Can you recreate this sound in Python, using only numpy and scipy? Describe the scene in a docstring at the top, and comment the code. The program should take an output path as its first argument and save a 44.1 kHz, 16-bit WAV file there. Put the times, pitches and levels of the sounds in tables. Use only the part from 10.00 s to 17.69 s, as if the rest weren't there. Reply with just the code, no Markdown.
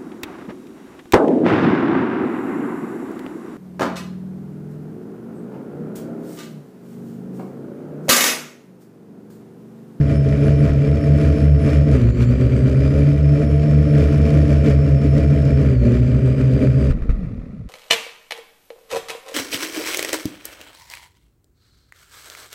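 """A throbbing rotor hum, very close: a small quadcopter low over gravel, the camera microphone on its frame.
Four rotors at slightly different speeds beat against each other, shake the mount and churn the air,
with a thin motor whine on top. The skids touch once early on. Near the end the motors cut,
the craft drops on its skids and bounces, and the propellers clatter down to a faint rest."""
import sys
import numpy as np
from scipy import signal
from scipy.fft import rfft, irfft, next_fast_len
from scipy.io import wavfile
from scipy.ndimage import uniform_filter1d, minimum_filter1d

SR = 44100
rng = np.random.default_rng(int(sys.argv[2]) if len(sys.argv) > 2 else 0)


def pcm_store(signal):
    """Save signal as 16-bit PCM."""
    levels = np.round(np.clip(np.atleast_2d(signal), -1, 1) * 32767)
    wavfile.write(sys.argv[1], SR, levels.astype(np.int16).T)


N = 339129
T = np.arange(N) / SR
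HOVER_HZ, CUT_S = 72, 6.915  # shaft speed at hover; when the motors lose power


def amp(db):
    """Decibels to gain."""
    return 10 ** (np.asarray(db) / 20)


def unit(x):
    """Scales to rms 1."""
    return x / np.sqrt(np.mean(x ** 2) + 1e-20)


def curves(rows):
    """Each column of a table as a function of time."""
    s, *columns = np.transpose(rows)
    return [np.interp(T, s, c) for c in columns]


def colour(x, spectrum):
    """Gives x a spectrum, at rms 1."""
    hz, db = np.transpose(spectrum)
    size = next_fast_len(N + 4096)
    f = np.fft.rfftfreq(size, 1 / SR)
    gain = amp(np.interp(np.log(f + 1), np.log(hz), db))
    return unit(irfft(rfft(x, size) * gain, size)[:N])


def wander(hz):
    """Smooth random drift of rms 1, rolled off above hz."""
    grid = T[::32]
    f = np.fft.rfftfreq(len(grid), grid[1])
    slow = irfft(rfft(rng.standard_normal(len(grid))) / (1 + (f / hz) ** 4), len(grid))
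    return np.interp(T, grid, unit(slow))


def idle_tone(hz=10998, db=-84, start_s=7.12):
    """A faint electronic whistle stays once the motors are off."""
    return amp(db) * (T > start_s) * np.sin(2 * np.pi * hz * T)


# Coasting motors (stop time [s], starting pitch [Hz], level ahead of the mount [dB])
COASTING_MOTORS = [(7.47, 399, -26), (7.7, 1002, -30.5)]


def cogging(mount_hz=215):
    """Magnets cog past their poles: a falling growl, heard once low enough to pass the soft mount."""
    out = np.zeros(N)
    for stop, start_hz, db in COASTING_MOTORS:
        hz = start_hz * np.clip((stop - T) / (stop - CUT_S), 0, 1)
        passed = hz / np.hypot(hz, 45) / (1 + (hz / mount_hz) ** 8)
        rough = 1 + .6 * wander(30)
        phase = 2 * np.pi * np.cumsum(hz) / SR + .67 * wander(40)
        out += amp(db) * passed * rough * np.sin(phase)
    return out * (T > CUT_S)


# Spectra of propeller clatter and of gritty rattle or gravel (frequency [Hz], relative density [dB])
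CLATTER_SPECTRUM = [(15, -12), (40, -3), (75, -3), (115, 0), (170, -1), (245, -2), (340, -16), (460, -14),
                    (650, -22), (850, -37), (3000, -70)]
GRIT_SPECTRUM = [(400, -15), (950, -6), (1280, 4), (1600, -8), (1950, 0), (2150, -6), (2400, -4),
                 (3000, -17), (4000, -17), (6000, -25), (15000, -42)]


def rundown(shaft_hz=50, slowing_s=0.5, coast_s=0.81, rest=0.11):
    """The coasting propellers shake the frame in ever slower, weaker pulses."""
    since = np.maximum(T - CUT_S, 0)
    motion = np.maximum(1 - since / coast_s, rest)
    turn = np.cumsum(shaft_hz * np.exp(-since / slowing_s)) / SR
    pulses = 1 + .43 * np.cos(4 * np.pi * turn)
    clatter = amp(-27.5) * colour(rng.standard_normal(N), CLATTER_SPECTRUM) * pulses
    rattle = amp(-51) * colour(rng.standard_normal(N) * amp(2.23 * wander(180)), GRIT_SPECTRUM)
    hiss = amp(-77) * colour(rng.standard_normal(N), FIZZ_SPECTRUM)
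    onset = np.minimum(since / 0.011, 1)
    return onset * (motion ** .7 * clatter + motion ** .62 * rattle + hiss)


# Skids meeting the ground just below the microphone (time [s], thump level [dB], crunch level [dB])
TOUCHES = [(0.692, -21, -32.5), (6.903, -10, -28.5), (7.02, -17.5, -41), (7.092, -5.5, -30),
           (7.23, -32, -47.5), (7.555, -46, -61)]
# The frame on its skids and soft camera mount (frequency [Hz], relative level [dB], t60 [s])
FRAME_MODES = [(36.1, 0, 0.31), (56.3, -1, .2), (105, -8.5, 0.12), (248, -12, 0.046), (460, -17.5, 0.066)]


def skids(crunch_s=0.014, attack_s=0.0015):
    """Each touch rocks the frame and crunches the gravel."""
    out = np.zeros(N)
    gravel = colour(rng.standard_normal(N) * amp(4.7 * wander(400)), GRIT_SPECTRUM)
    for s, thump_db, crunch_db in TOUCHES:
        at = round(s * SR)
        t = T[:N - at]
        thump = sum(amp(db - 60 * t / t60) * np.sin(2 * np.pi * hz * t) for hz, db, t60 in FRAME_MODES)
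        crunch = amp(crunch_db) * gravel[at:] * np.exp(-t / crunch_s)
        out[at:] += (crunch - amp(thump_db) * thump) * (1 - np.exp(-t / attack_s))
    return out


# The rotor nearest the microphone, throttled back twice, and the hardest working one
# (time [s], shaft speed [Hz])
NEAR_SPEED = [(0.0, 71.24), (0.3, 69.93), (0.52, 72.06), (0.8, 69.7), (0.9, 72.75), (1.91, 72.05),
              (2.01, 57.88), (2.73, 65.84), (3.0, 71.96), (3.91, 74.03), (4.04, 71.57), (4.29, 73.81),
              (5.03, 69.36), (5.3, 71.85), (5.7, 67.8), (5.8, 58.81), (6.32, 64.95), (6.9, 65.2)]
LOADED_SPEED = [(0, 74.4), (.38, 72), (.5, 73.8), (.72, 75.1), (.79, 70.7), (.92, 73.94), (1.92, 74.03),
                (2.03, 59.4), (2.2, 64.34), (2.5, 67.93), (2.9, 69.95), (3.5, 74.67), (4.05, 73.6),
                (4.7, 74.4), (5.6, 73.95), (5.78, 63.42), (5.95, 68.8), (6.9, 69.97)]
# How far the fast rotor runs above the near one, and the slow rotor below (time [s], speed gap [Hz])
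FAST_LEAD = [(0.0, 3.63), (0.19, 7.34), (0.44, 4.92), (1.09, 5.04), (1.32, 6.3), (1.56, 2.58), (1.91, 6.6),
             (2.57, 8.7), (3.02, 6.1), (3.12, 3.16), (3.93, 3.9), (4.38, 6.67), (4.51, 5.29), (5.3, 6.5),
             (5.7, 8.4), (5.81, 4.58), (6.43, 8.17), (6.9, 6.1)]
SLOW_LAG = [(0.0, 0.96), (0.23, 2.84), (0.57, 0.69), (0.86, 4.38), (1.11, 1.53), (1.24, 3.5), (1.64, 4.21),
            (2.36, 2.32), (2.51, 5.37), (3.1, 2.177), (5.35, 2.82), (5.49, 4.64), (5.75, 2.18), (6.09, 5.1),
            (6.3, 2.43), (6.9, 1.65)]


def shafts(hunting_hz=.28):
    """Turns of the near, fast, slow and loaded rotor; their speed gaps set the throb."""
    near = curves(NEAR_SPEED)[0]
    fast = near + curves(FAST_LEAD)[0]
    slow = near - curves(SLOW_LAG)[0]
    loaded = curves(LOADED_SPEED)[0] + hunting_hz * wander(6)
    return [np.cumsum(hz) / SR for hz in (near, fast, slow, loaded)]


def singing(above_hz=72.2):
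    """Fades from 0 to 1 as the loaded motor turns fast enough to hold a clean note."""
    return np.clip(curves(LOADED_SPEED)[0] - above_hz + .5, 0, 1)


def whine(turns, order=72, warble_hz=90):
    """Magnetic whine of the near motor and the loaded one, which turns ragged at low speed."""
    angle = 2 * np.pi * order * turns[3]
    clean = amp(-54 + 2 * wander(12)) * np.cos(angle + 0.73 * wander(45))
    drift = 2 * np.pi * np.cumsum(warble_hz * (wander(22) - .7)) / SR
    ragged = amp(-58.5 + 2 * wander(15)) * np.cos(angle + drift + 1.1 * wander(130))
    near = amp(-62 + 4 * wander(5)) * np.cos(2 * np.pi * order * turns[0] + 8 * wander(8) + wander(80))
    return singing() * clean + (1 - singing()) * ragged + near


def whistle(hover_pitch_hz=9800, swoop_hz=170, db_per_octave=-6):
    """A breathy motor whistle, lower and louder as the shaft slows."""
    hz = hover_pitch_hz * (curves(NEAR_SPEED)[0] / HOVER_HZ) ** 1.7
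    phase = 2 * np.pi * np.cumsum(hz + swoop_hz * wander(9)) / SR
    db = -66.5 + db_per_octave * np.log2(hz / hover_pitch_hz) + 4.1 * wander(12)
    return amp(db) * np.cos(phase + 1.5 * wander(220))


# The rotors bite into a gust or, below zero, slip into a lull
# (centre time [s], length [s], extra buffeting [dB], extra rasp [dB])
GUSTS = [(0.485, 0.19, 4.5, 3.5), (0.645, .14, 2, 1), (1.25, 0.26, 2, 4.5), (1.401, .1, 1, 2.5),
         (1.73, .2, 1, 5), (1.977, 0.22, 4, 5.5), (2.14, .09, -2, -4), (2.222, .09, -1, 6),
         (2.862, 0.073, 3, 4.5), (4.067, 0.36, 2.5, 4), (4.31, 0.32, 2.5, 3.5), (4.533, 0.2, 3, 4.5),
         (4.678, 0.22, 3, 4.5), (5.191, .14, 2.5, 1.5), (5.77, .16, -4, -4), (5.86, .12, 8, 3.5),
         (6.618, 0.2, 7, 4.5)]


def air_levels(turns, delay_s=0.03, churn_db_per_hz=0.0874):
    """Buffeting and rasp in dB: both swell just after the near and fast shafts oppose, and in gusts."""
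    swell = -np.cos(2 * np.pi * np.interp(T - delay_s, T, turns[1] - turns[0]))
    churn_db = 1.07 * wander(11) + churn_db_per_hz * (curves(NEAR_SPEED)[0] - HOVER_HZ)
    buffet_db = -24.5 + 1.5 * swell + churn_db
    rasp_db = -43 + swell + churn_db
    for s, length, more_buffet_db, more_rasp_db in GUSTS:
        arch = np.cos(np.pi * np.clip((T - s) / length, -.5, .5)) ** 2
        buffet_db += more_buffet_db * arch
        rasp_db += more_rasp_db * arch
    return buffet_db, rasp_db


def chop(turns, sharpness, spread_db):
    """Noise that comes in a puff at each blade pass, no two puffs alike."""
    near, fast = (np.exp(sharpness * np.cos(4 * np.pi * turn) + 0.25 * np.cos(2 * np.pi * turn))
                  for turn in turns[:2])
    return (near + fast) * amp(spread_db * wander(240)) * rng.standard_normal(N)


# Blade hiss at close range (frequency [Hz], relative density [dB])
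FIZZ_SPECTRUM = [(2000, -18.5), (3500, 1.5), (4600, -1), (5600, -3.5), (6500, -4.5), (7200, -3.5),
                 (7700, -6.5), (8500, -9.5), (9100, -11), (10000, -15), (11200, -14.5), (11800, -25),
                 (12800, -24), (13500, -16.5), (15000, -30), (17000, -39)]


def fizz(puffs, rasp_db, growth=1.31):
    """Crackling treble that grows faster than the rasp, so hard bites of air are brighter."""
    ticks = np.abs(wander(500)) * wander(370) * rng.standard_normal(N)
    db = np.mean(rasp_db) - 11.5 + growth * (rasp_db - np.mean(rasp_db))
    return amp(db) * colour(unit(puffs) + unit(ticks), FIZZ_SPECTRUM)


# Midrange of the blade noise (frequency [Hz], relative density [dB])
RASP_SPECTRUM = [(400, -21), (750, -4.5), (930, -5), (1250, 2), (1450, -3), (1700, 0.5), (1950, 1),
                 (2130, -2.5), (2400, -7), (2900, -9), (3100, -8.5), (3600, -26.5), (6000, -41)]
# Resonances of the arms and camera case (frequency [Hz], width [Hz], relative level [dB])
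CASE_RINGS = [(1420, 120, -13), (2362, 100, -7.5), (4600, 150, -21), (5980, 50, -30)]


def rasp(puffs, level_db):
    """The blades' puffs rasp and stir narrow resonances around the microphone."""
    rings = sum(amp(db) * unit(signal.lfilter(*signal.iirpeak(hz, hz / width, SR), puffs))
                for hz, width, db in CASE_RINGS)
    return amp(level_db) * (colour(puffs, RASP_SPECTRUM) + rings)


# Churned air at the microphone (frequency [Hz], relative density [dB])
BUFFET_SPECTRUM = [(15, -11.5), (35, -7), (60, 5.5), (110, 9), (175, -1), (240, 3), (335, -13), (400, -6),
                   (560, -2.5), (680, -13), (760, -24), (1000, -41), (3000, -84)]


def buffeting(turns, level_db):
    """A low rumble of air, pulsing gently with the blades."""
    return amp(level_db) * colour(chop(turns, sharpness=0.11, spread_db=1), BUFFET_SPECTRUM)


# Base levels of the rotor tones (order [x shaft speed], near [dB], fast [dB], slow [dB], loaded [dB])
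ROTOR_TONES = [(1, -23.5, -22.5, -42, -41), (2, -16.5, -30.5, -22.5, -26), (3, -34.5, -39.5, -40.5, -32),
               (4, -29, -33, -36, -36.5), (5, -42.5, -51.5, -51.5, -53.5), (6, -32.5, -37, -43, -38.5),
               (7, -56.5, -50.5, -52.5, -55), (8, -51.5, -49, -39, -46), (9, -49, -56, -43.5, -41)]
# Shaft shake reaching the microphone (time [s], gain on order 1 [dB])
SHAFT_SHAKE = [(0, -2), (.9, 0), (1.2, 4), (1.5, 5), (1.8, 5.5), (2.2, -0.5), (3.8, 2), (4.5, 5), (5, 2),
               (5.85, 2.5), (6.4, -6), (6.9, 1.5)]


def hum(turns, buffet_db, jitter_turns=0.0043, flutter=0.32, boom_hz=243):
    """Order 1 is shaft unbalance, order 2 the two blades; higher orders swell in rough air."""
    shake = amp(curves(SHAFT_SHAKE)[0])
    rough_air = amp(buffet_db - np.mean(buffet_db))
    tones = amp(-43) * singing() * np.cos(2 * np.pi * 9 * turns[3])  # the loaded motor growls
    for rotor, turn in enumerate(turns):
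        angle = 2 * np.pi * (turn + jitter_turns * wander(20))  # the flight controller nudges each motor
        for order, *levels_db in ROTOR_TONES:
            drive = {1: shake, 2: 1}.get(order, rough_air)
            unsteady = 1 + flutter * min(order / 4, 1) * wander(21)
            phase = rng.uniform(0, 2 * np.pi) * (order > 2)
            tones += amp(levels_db[rotor]) * drive * unsteady * np.sin(order * angle + phase)
    boom = signal.lfilter(*signal.iirpeak(boom_hz, Q=12, fs=SR), tones)  # the arms' bending mode
    return np.sqrt(2) * (tones + amp(-1) * boom)


def flight(cutoff_s=0.0042):
    """Air noise, rotor hum and motor tones, centimetres away, until the power is cut."""
    turns = shafts()
    buffet_db, rasp_db = air_levels(turns)
    rumble = buffeting(turns, buffet_db)
    puffs = chop(turns, sharpness=0.23, spread_db=2)
    blades = rasp(puffs, rasp_db) + fizz(puffs, rasp_db)
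    power = np.exp(-np.maximum(T - CUT_S, 0) / cutoff_s)
    return power * (rumble + blades + hum(turns, buffet_db) + whine(turns) + whistle())


def scene():
    """Flight, touchdown and run-down at one on-board microphone."""
    mix = flight() + skids() + rundown() + cogging() + idle_tone()
    return (mix * signal.windows.tukey(N, .001))[None]


def record(dry):
    """The camera's limiter eases the highest swings down; then its band limit."""
    ceiling, edge_hz = .76, 15300
    allowed = (1 + (dry / ceiling) ** 6) ** (-1 / 6)
    held = minimum_filter1d(allowed, size=500)
    gain = uniform_filter1d(uniform_filter1d(held, size=250), size=250)
    lowpass = signal.firwin(511, edge_hz, window=("kaiser", 9), fs=SR)
    return signal.oaconvolve(dry * gain, lowpass[None], "same")


dry = scene()
out = record(dry)
pcm_store(out)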